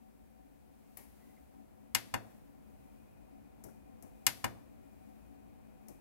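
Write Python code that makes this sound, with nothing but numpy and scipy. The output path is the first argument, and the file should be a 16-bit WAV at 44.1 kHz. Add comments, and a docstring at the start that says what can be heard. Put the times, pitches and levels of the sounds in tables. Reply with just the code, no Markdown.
"""First the low, hollow whirr of a cooling fan in a quiet room; then an inverter's panel button is pressed
and let go, twice. Each stroke puts a dull push and a switch snap through one struck panel: case modes,
crack, ring and room. Soft ticks around the strokes are short coloured noise bursts; faint squeaks are
noise in narrow resonances. The fan is shaped stereo noise with tuned resonances, plus a narrow whine
that comes forward before the middle and stays."""
import sys
import numpy as np
from scipy import signal
from scipy.fft import rfft, irfft, next_fast_len
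from scipy.io import wavfile

SR = 44100
rng = np.random.default_rng(int(sys.argv[2]) if len(sys.argv) > 2 else 0)


def dump(signal):
    """Clip the signal to [-1, 1] and save it as 16-bit WAV at the path in sys.argv[1]."""
    limited = np.clip(np.atleast_2d(signal).T, -1, 1)
    pcm = np.round(limited * 32767).astype(np.int16)
    wavfile.write(sys.argv[1], SR, pcm)


N = 264644

# button strokes, down and up in turn:
# [t/s, push level/dB, push top f/Hz, snap level/dB, snap delay t/s, snap bottom f/Hz, snap top f/Hz]
BUTTON_STROKES = [(1.948, -2, 2020, -2.5, 0, 1700, 14400), (2.1388, 2.5, 1350, -15.5, 0.0011, 1500, 13000),
                  (4.2655, -2.5, 1500, 1, 0, 2800, 17000), (4.4411, 3, 1320, -14, 0.0017, 1710, 17000)]
# strong modes of the case: [f/Hz, width f/Hz, level/dB, signed share at the right port]
CASE_MODES = [(57, 14, 5.5, 0.13), (90, 27, 13.5, -1.2), (109, 5.3, 20, -.1), (215, 14, 13, -0.58),
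              (244, 19, 14, -0.88), (277, 18, 10.5, -0.95), (333, 12, 6.5, -1), (342, 38, 5, -0.71),
              (488, 30, 3.5, -0.48), (559, 13, 13, -0.9), (688, 66, 5, -0.62), (778, 19, 16.5, -0.14),
              (881, 26, 10.5, -0.022), (953, 16, 16.5, -0.1), (983, 35, 12.5, -0.2), (1084, 58, 8.5, -.2),
              (1159, 20, 5, 0.32), (1270, 15, 4.5, 0.29), (1363, 22, 6, -0.3), (1463, 24, 9, -0.89),
              (1585, 24, 9, -1.1), (1834, 26, 14.5, -0.62), (2060, 21, 17, -0.2), (2220, 87, 15, 0.37),
              (2390, 110, 15, -0.15), (2516, 29, 14.5, -.35), (2836, 40, 14.5, 0.71), (2930, 60, 10, 0.58),
              (3395, 120, 7.5, -0.093)]
# modes of the small, stiff switch and its cap: [f/Hz, width f/Hz, level/dB, signed share at the right port]
SWITCH_MODES = [(4460, 60, 13.5, 0.86), (4630, 68, 10, -0.48), (4920, 70, 4, -0.12), (5370, 90, 9.5, .9),
                (5320, 120, 11, .9), (6320, 35, 11, 0.48), (7270, 60, 12.5, -0.074),
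                (7340, 18, 14.5, 0.077), (7700, 55, 15.5, 0.23), (8090, 50, 12, 0.28),
                (8300, 69, 18, 0.031), (9970, 45, 15.5, -0.069), (10670, 35, 16, 0.19),
                (10800, 61, 14.5, 0.0038), (11430, 32, 19, .1), (12540, 68, 13.5, 0.65),
                (12200, 91, 13, 0.055), (12660, 51, 16, 0.53)]
# crowded weak modes and the room: [f/Hz, facia crack level/dB, case ring level/dB, room level/dB]
DIFFUSE_COLOUR = [(30.02, -29, -28.5, -24.5), (106.8, -19, -21, -6), (248, -13, -15, 0.5),
                  (400, -12.5, -13.5, -8), (640, -10.5, -9, -3), (990, -1.5, -0.5, -8), (1320, -5, 1, -12),
                  (2120, 9.5, 6.5, -10), (3322, 5.5, -1, -14.5), (5000, 3.5, 0.5, -13), (6800, 8, -4, -15),
                  (9600, 5.5, -3.5, -13.5), (11600, 7.5, 3.5, -10), (13200, 6, -2.5, -13),
                  (15500, -1.5, -20.5, -26)]
# the right port faces away from the panel: [f/Hz, level/dB]
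RIGHT_PORT_SHADE = [(100, 2), (500, -4), (900, -8), (2200, -7.5), (3400, -2), (5200, -4.5), (7500, -9),
                    (11000, -20), (15000, -22)]
# soft ticks: [t/s, tick level/dB, tick lower edge f/Hz, knock level/dB, dull bump level/dB]
SOFT_TICKS = [(0.9705, 0.5, 9500, -0.5, -6), (3.6382, -6.5, 5280, -12.5, 2),
              (4.0240, -11, 5613, -13.5, -2.5), (5.8830, -9.5, 5500, -10, -3)]
# spectra of the three parts of a tick: [f/Hz, tick level/dB, knock level/dB, bump level/dB]
TICK_COLOUR = [(30, -39, -50.5, -13), (80, -38, -49, -3.5), (250, -35, -31, 2), (452.6, -31.5, -24.5, -4.5),
               (810, -28, -11, -7.5), (1370, -28.5, -26, -24), (2100, -29.5, -16.5, -26.5),
               (3300, -27, -29.5, -41.5), (5500, -15.5, -26, -53), (8100, -17, -25, -58.5),
               (11500, -12, -35, -68), (15500, -20, -46.5, -61)]
# faint squeaks and pips: [centre t/s, f/Hz, length t/s, level/dB]
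SQUEAKS = [(1.225, 1990, 0.072, -75.5), (1.302, 1990, 0.041, -75.5), (1.377, 2086, 0.023, -67),
           (3.693, 1404, 0.017, -68)]
# fan air and hiss: [f/Hz, level/dB, right relative level/dB, left-right likeness (-1 to 1)]
FAN_AIR = [(20, -73, 5, -.2), (40.3, -44, -2, -0.68), (57.6, -30.5, -3, -0.54), (98, -46.5, 3, -0.35),
           (178, -40.5, -0.5, -.75), (332, -48.5, -0.5, -0.68), (630, -50, -0.5, -0.57),
           (850, -52, -8, -0.1), (1190, -60, -3.5, -0.26), (2380, -65, -6, 0), (3360, -74.5, 1, 0.057),
           (5600, -76.5, 0, -0.12), (11500, -72, -2, 0.063), (15500, -71.5, -3, 0)]
# resonances that the fan stirs: [f/Hz, width f/Hz, level/dB]
FAN_MODES = [(118, 14, -47.5), (218.4, 10, -27), (267, 9, -31.5), (283, 8.7, -29.5), (370, 17, -42.5),
             (436, 4.9, -49), (507, 9.5, -42), (614, 23, -45), (753, 8.9, -34)]
# soft swells of the hiss: [centre t/s, length t/s, rise level/dB]
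HISS_SWELLS = [(1.15, 0.66, 5.5), (2.3, .3, 5), (2.85, .45, 2.5), (4.35, .5, 4), (5.05, .55, 2.5)]

TAIL = np.arange(SR) / SR   # time axis of every struck sound, s
CRACK_T60_S, RING_T60_S, ROOM_T60_S = 0.034, 0.17, 0.59
PORT_LAG_S = .0003
SLOW_MODE_HZ = 600   # modes below this move the whole case at once
SPREAD_HZ = 4000   # bending waves are slower below this pitch and faster above it
WHIRR_START_DB, WHIRR_FULL_DB, WHIRR_GROW_S = -4, -0.24, 3.1   # grows slowly, then holds
HISS_DB = -1   # between the swells
WHINE_HZ, WHINE_WIDTH_HZ = 2456, 80
WHINE_FAINT_DB, WHINE_FULL_DB = -67, -58.5
WHINE_RISE_AT_S, WHINE_RISE_S = 2.55, 0.26
CUTOFF_HZ = 15800


def button():
    """Every stroke drives the same panel: the push feeds its lows, the snap of the switch its highs."""
    modes = struck_modes(spread_s=.0017)
    left = modes[0] + panel_response(room_db=1.5)
    lag_s = round(PORT_LAG_S * SR) / SR
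    left = np.interp(TAIL - lag_s, TAIL, left, left=0)   # the left port hears it a little later
    right = modes[1] + colour(panel_response(room_db=4.0), RIGHT_PORT_SHADE)
    panel = np.stack([left, right])
    out = np.zeros((2, N))
    for s, push_db, push_hz, snap_db, delay_s, bottom_hz, top_hz in BUTTON_STROKES:
        push = -cut(panel, push_hz, "low")
        add(out, s, from_db(push_db) * push)
        snap = cut(panel, bottom_hz, "high", order=1)
        snap = cut(snap, top_hz, "low", order=1)
        add(out, s + delay_s, from_db(snap_db) * snap)
    return out


def struck_modes(spread_s):
    """A blow crosses the panel and reaches each mode a moment apart; many modes oppose at the two ports."""
    out = np.zeros((2, len(TAIL)))
    for k, (hz, width, db, right) in enumerate(CASE_MODES + SWITCH_MODES):
        delay_s = rng.uniform(0, spread_s) * np.sqrt(SPREAD_HZ / hz)
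        if hz <= SLOW_MODE_HZ:
            delay_s = 0
        blow = signal.unit_impulse(len(TAIL), int(delay_s * SR))
        ringing = (-1) ** k * from_db(db) * resonance(blow, hz, width)
        out += ringing * np.array([[1], [right]])
    return out


def panel_response(room_db):
    """The diffuse part of a unit blow at one port: crack of the facia, ring of the case, room."""
    crack = colour(dying_noise(CRACK_T60_S, rise_s=0.00057), DIFFUSE_COLOUR, column=1)
    ring = colour(dying_noise(RING_T60_S, rise_s=.001), DIFFUSE_COLOUR, column=2)
    room = colour(dying_noise(ROOM_T60_S, rise_s=0.0052), DIFFUSE_COLOUR, column=3)
    return crack + ring + from_db(room_db) * room


def ticks():
    """Light touches near the left port: a thin bright tick, a small knock and a dull bump under them."""
    out = np.zeros((2, N))
    for s, tick_db, edge_hz, knock_db, bump_db in SOFT_TICKS:
        ports = contact(direct_db=2.5, room_db=-2.5), contact(direct_db=-21, room_db=-14.5)
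        tick = np.stack([colour(port, TICK_COLOUR, column=1) for port in ports])
        tick = cut(tick, edge_hz, "high", order=5)
        ports = contact(direct_db=-0.5, room_db=0.5), contact(direct_db=-13, room_db=-3.5)
        knock = np.stack([colour(port, TICK_COLOUR, column=2) for port in ports])
        bump = colour(dying_noise(t60=0.25, rise_s=.008), TICK_COLOUR, column=3)
        bump = bump * np.array([[1], [-.3]])   # weaker and inverted on the right
        add(out, s, from_db(tick_db) * tick + from_db(knock_db) * knock + from_db(bump_db) * bump)
    return out


def contact(direct_db, room_db):
    """A short contact and its trace in the room, still uncoloured."""
    direct = dying_noise(t60=0.039, rise_s=0.00054)
    room = dying_noise(t60=0.41, rise_s=.003)
    return from_db(direct_db) * direct + from_db(room_db) * room


def chirps():
    """A few faint, rough squeaks: noise in a narrow resonance under a bell-shaped envelope."""
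    t, out = np.arange(N) / SR, 0
    for s, hz, length_s, db in SQUEAKS:
        squeak = resonance(rng.standard_normal(N), hz, width=53)
        envelope = np.exp(-(2 * (t - s) / length_s) ** 2)
        out = out + from_db(db) * envelope * squeak / squeak.std()
    return out * from_db([[-1], [-5]])


def fan():
    """Smooth air noise and hollow resonances; the lows reach the two ports in opposite phase."""
    whirr_db = ramp(0, WHIRR_GROW_S, WHIRR_START_DB, WHIRR_FULL_DB)
    hiss_db = HISS_DB + swells(HISS_SWELLS)
    # the balance of mid and side noise sets how alike the ports are at each pitch
    mid, side = rfft(rng.standard_normal((2, N)))
    alike = np.clip(at_hz(FAN_AIR, N, column=3), -1, 1)
    mid = mid * np.sqrt((1 + alike) / 2)
    side = side * np.sqrt((1 - alike) / 2)
    right_gain = from_db(at_hz(FAN_AIR, N, column=2))
    ports = np.stack([mid + side, (mid - side) * right_gain])
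    air = irfft(ports * from_db(at_hz(FAN_AIR, N, column=1)), N)
    hollow = resonate(rng.standard_normal(N), FAN_MODES) * waver(rate=6, depth_db=0.85)
    low_air = cut(air, 2800, "low", order=1)
    hiss = air - low_air
    whirr = low_air + np.stack([hollow, -from_db(-7.5) * hollow])
    return whirr * from_db(whirr_db) + hiss * from_db(hiss_db)


def whine():
    """A narrow band of fan noise, faint at first, that comes forward and stays; softer on the right."""
    level_db = ramp(WHINE_RISE_AT_S, WHINE_RISE_S, WHINE_FAINT_DB, WHINE_FULL_DB)
    band = resonance(rng.standard_normal((2, N)), WHINE_HZ, WHINE_WIDTH_HZ)
    return from_db(level_db) * band * from_db([[0], [-8]])


def dying_noise(t60, rise_s):
    """Countless modes that swell and die together, as enveloped noise; expected energy 1."""
    shape = from_db(-60 * TAIL / t60) * (1 - np.exp(-TAIL / rise_s))
    return shape * rng.standard_normal(len(TAIL)) / np.sqrt(np.sum(shape ** 2))


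def resonance(x, hz, width):
    """Two-pole band-pass with gain 1 on top; a narrower width (Hz) rings longer."""
    r = np.exp(-np.pi * width / SR)
    poles = [1, -2 * r * np.cos(2 * np.pi * hz / SR), r * r]
    return (1 - r * r) / 2 * signal.lfilter([1, 0, -1], poles, x + 1e-18)


def resonate(x, modes):
    """Parallel resonances with alternating signs."""
    out = 0
    for k, (hz, width, db) in enumerate(modes):
        out = out + (-1) ** k * from_db(db) * resonance(x, hz, width)
    return out


def colour(x, table, column=1):
    """Causal (minimum-phase) filter that follows a dB column."""
    size = 2 * next_fast_len(len(x))
    cepstrum = irfft(np.log(from_db(at_hz(table, size, column=column))))
    # folding the cepstrum onto positive time gives minimum phase
    cepstrum[1:size // 2] *= 2
    cepstrum[size // 2 + 1:] = 0
    return irfft(rfft(x, size) * np.exp(rfft(cepstrum)))[:len(x)]


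def at_hz(table, size, column=1):
    """One column of a spectrum table on the bins of a transform, read along log frequency."""
    rows, hz = np.array(table), np.arange(size // 2 + 1) * SR / size
    return np.interp(np.log(hz + 1), np.log(rows[:, 0]), rows[:, column])


def cut(x, hz, kind, order=2):
    """Butterworth low- or high-pass."""
    sos = signal.butter(order, min(hz, SR * .49), kind, fs=SR, output="sos")
    return signal.sosfilt(sos, x + 1e-18)


def waver(rate, depth_db):
    """A gain that wanders slowly and at random, below a rate in Hz."""
    slow = cut(rng.standard_normal(N + SR), rate, "low")[SR:]   # skip the filter's first second
    return from_db(depth_db * slow / slow.std())


def ramp(start_s, length_s, before, after):
    """A level that holds, moves evenly to a new value and holds again."""
    progress = np.clip((np.arange(N) / SR - start_s) / length_s, 0, 1)
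    return before + (after - before) * progress


def swells(rows):
    """Smooth, bell-shaped rises of a level, in dB."""
    t = np.arange(N) / SR
    return sum(db * np.exp(-(2 * (t - s) / length_s) ** 2) for s, length_s, db in rows)


def from_db(db):
    """Decibels to gain."""
    return 10 ** (np.asarray(db) / 20)


def add(out, s, sound):
    """Mix a sound in at a time in seconds."""
    start = int(round(s * SR))
    part = sound[..., :max(N - start, 0)]
    out[..., start:start + part.shape[-1]] += part


def scene():
    """Button, ticks and squeaks over the fan and its whine."""
    return button() + ticks() + chirps() + fan() + whine()


def record(dry):
    """The top is cut steeply by an elliptic low-pass."""
    steep = signal.ellip(10, .2, 80, CUTOFF_HZ, fs=SR, output="sos")
    return signal.sosfilt(steep, dry)


dry = scene()
out = record(dry)
dump(out)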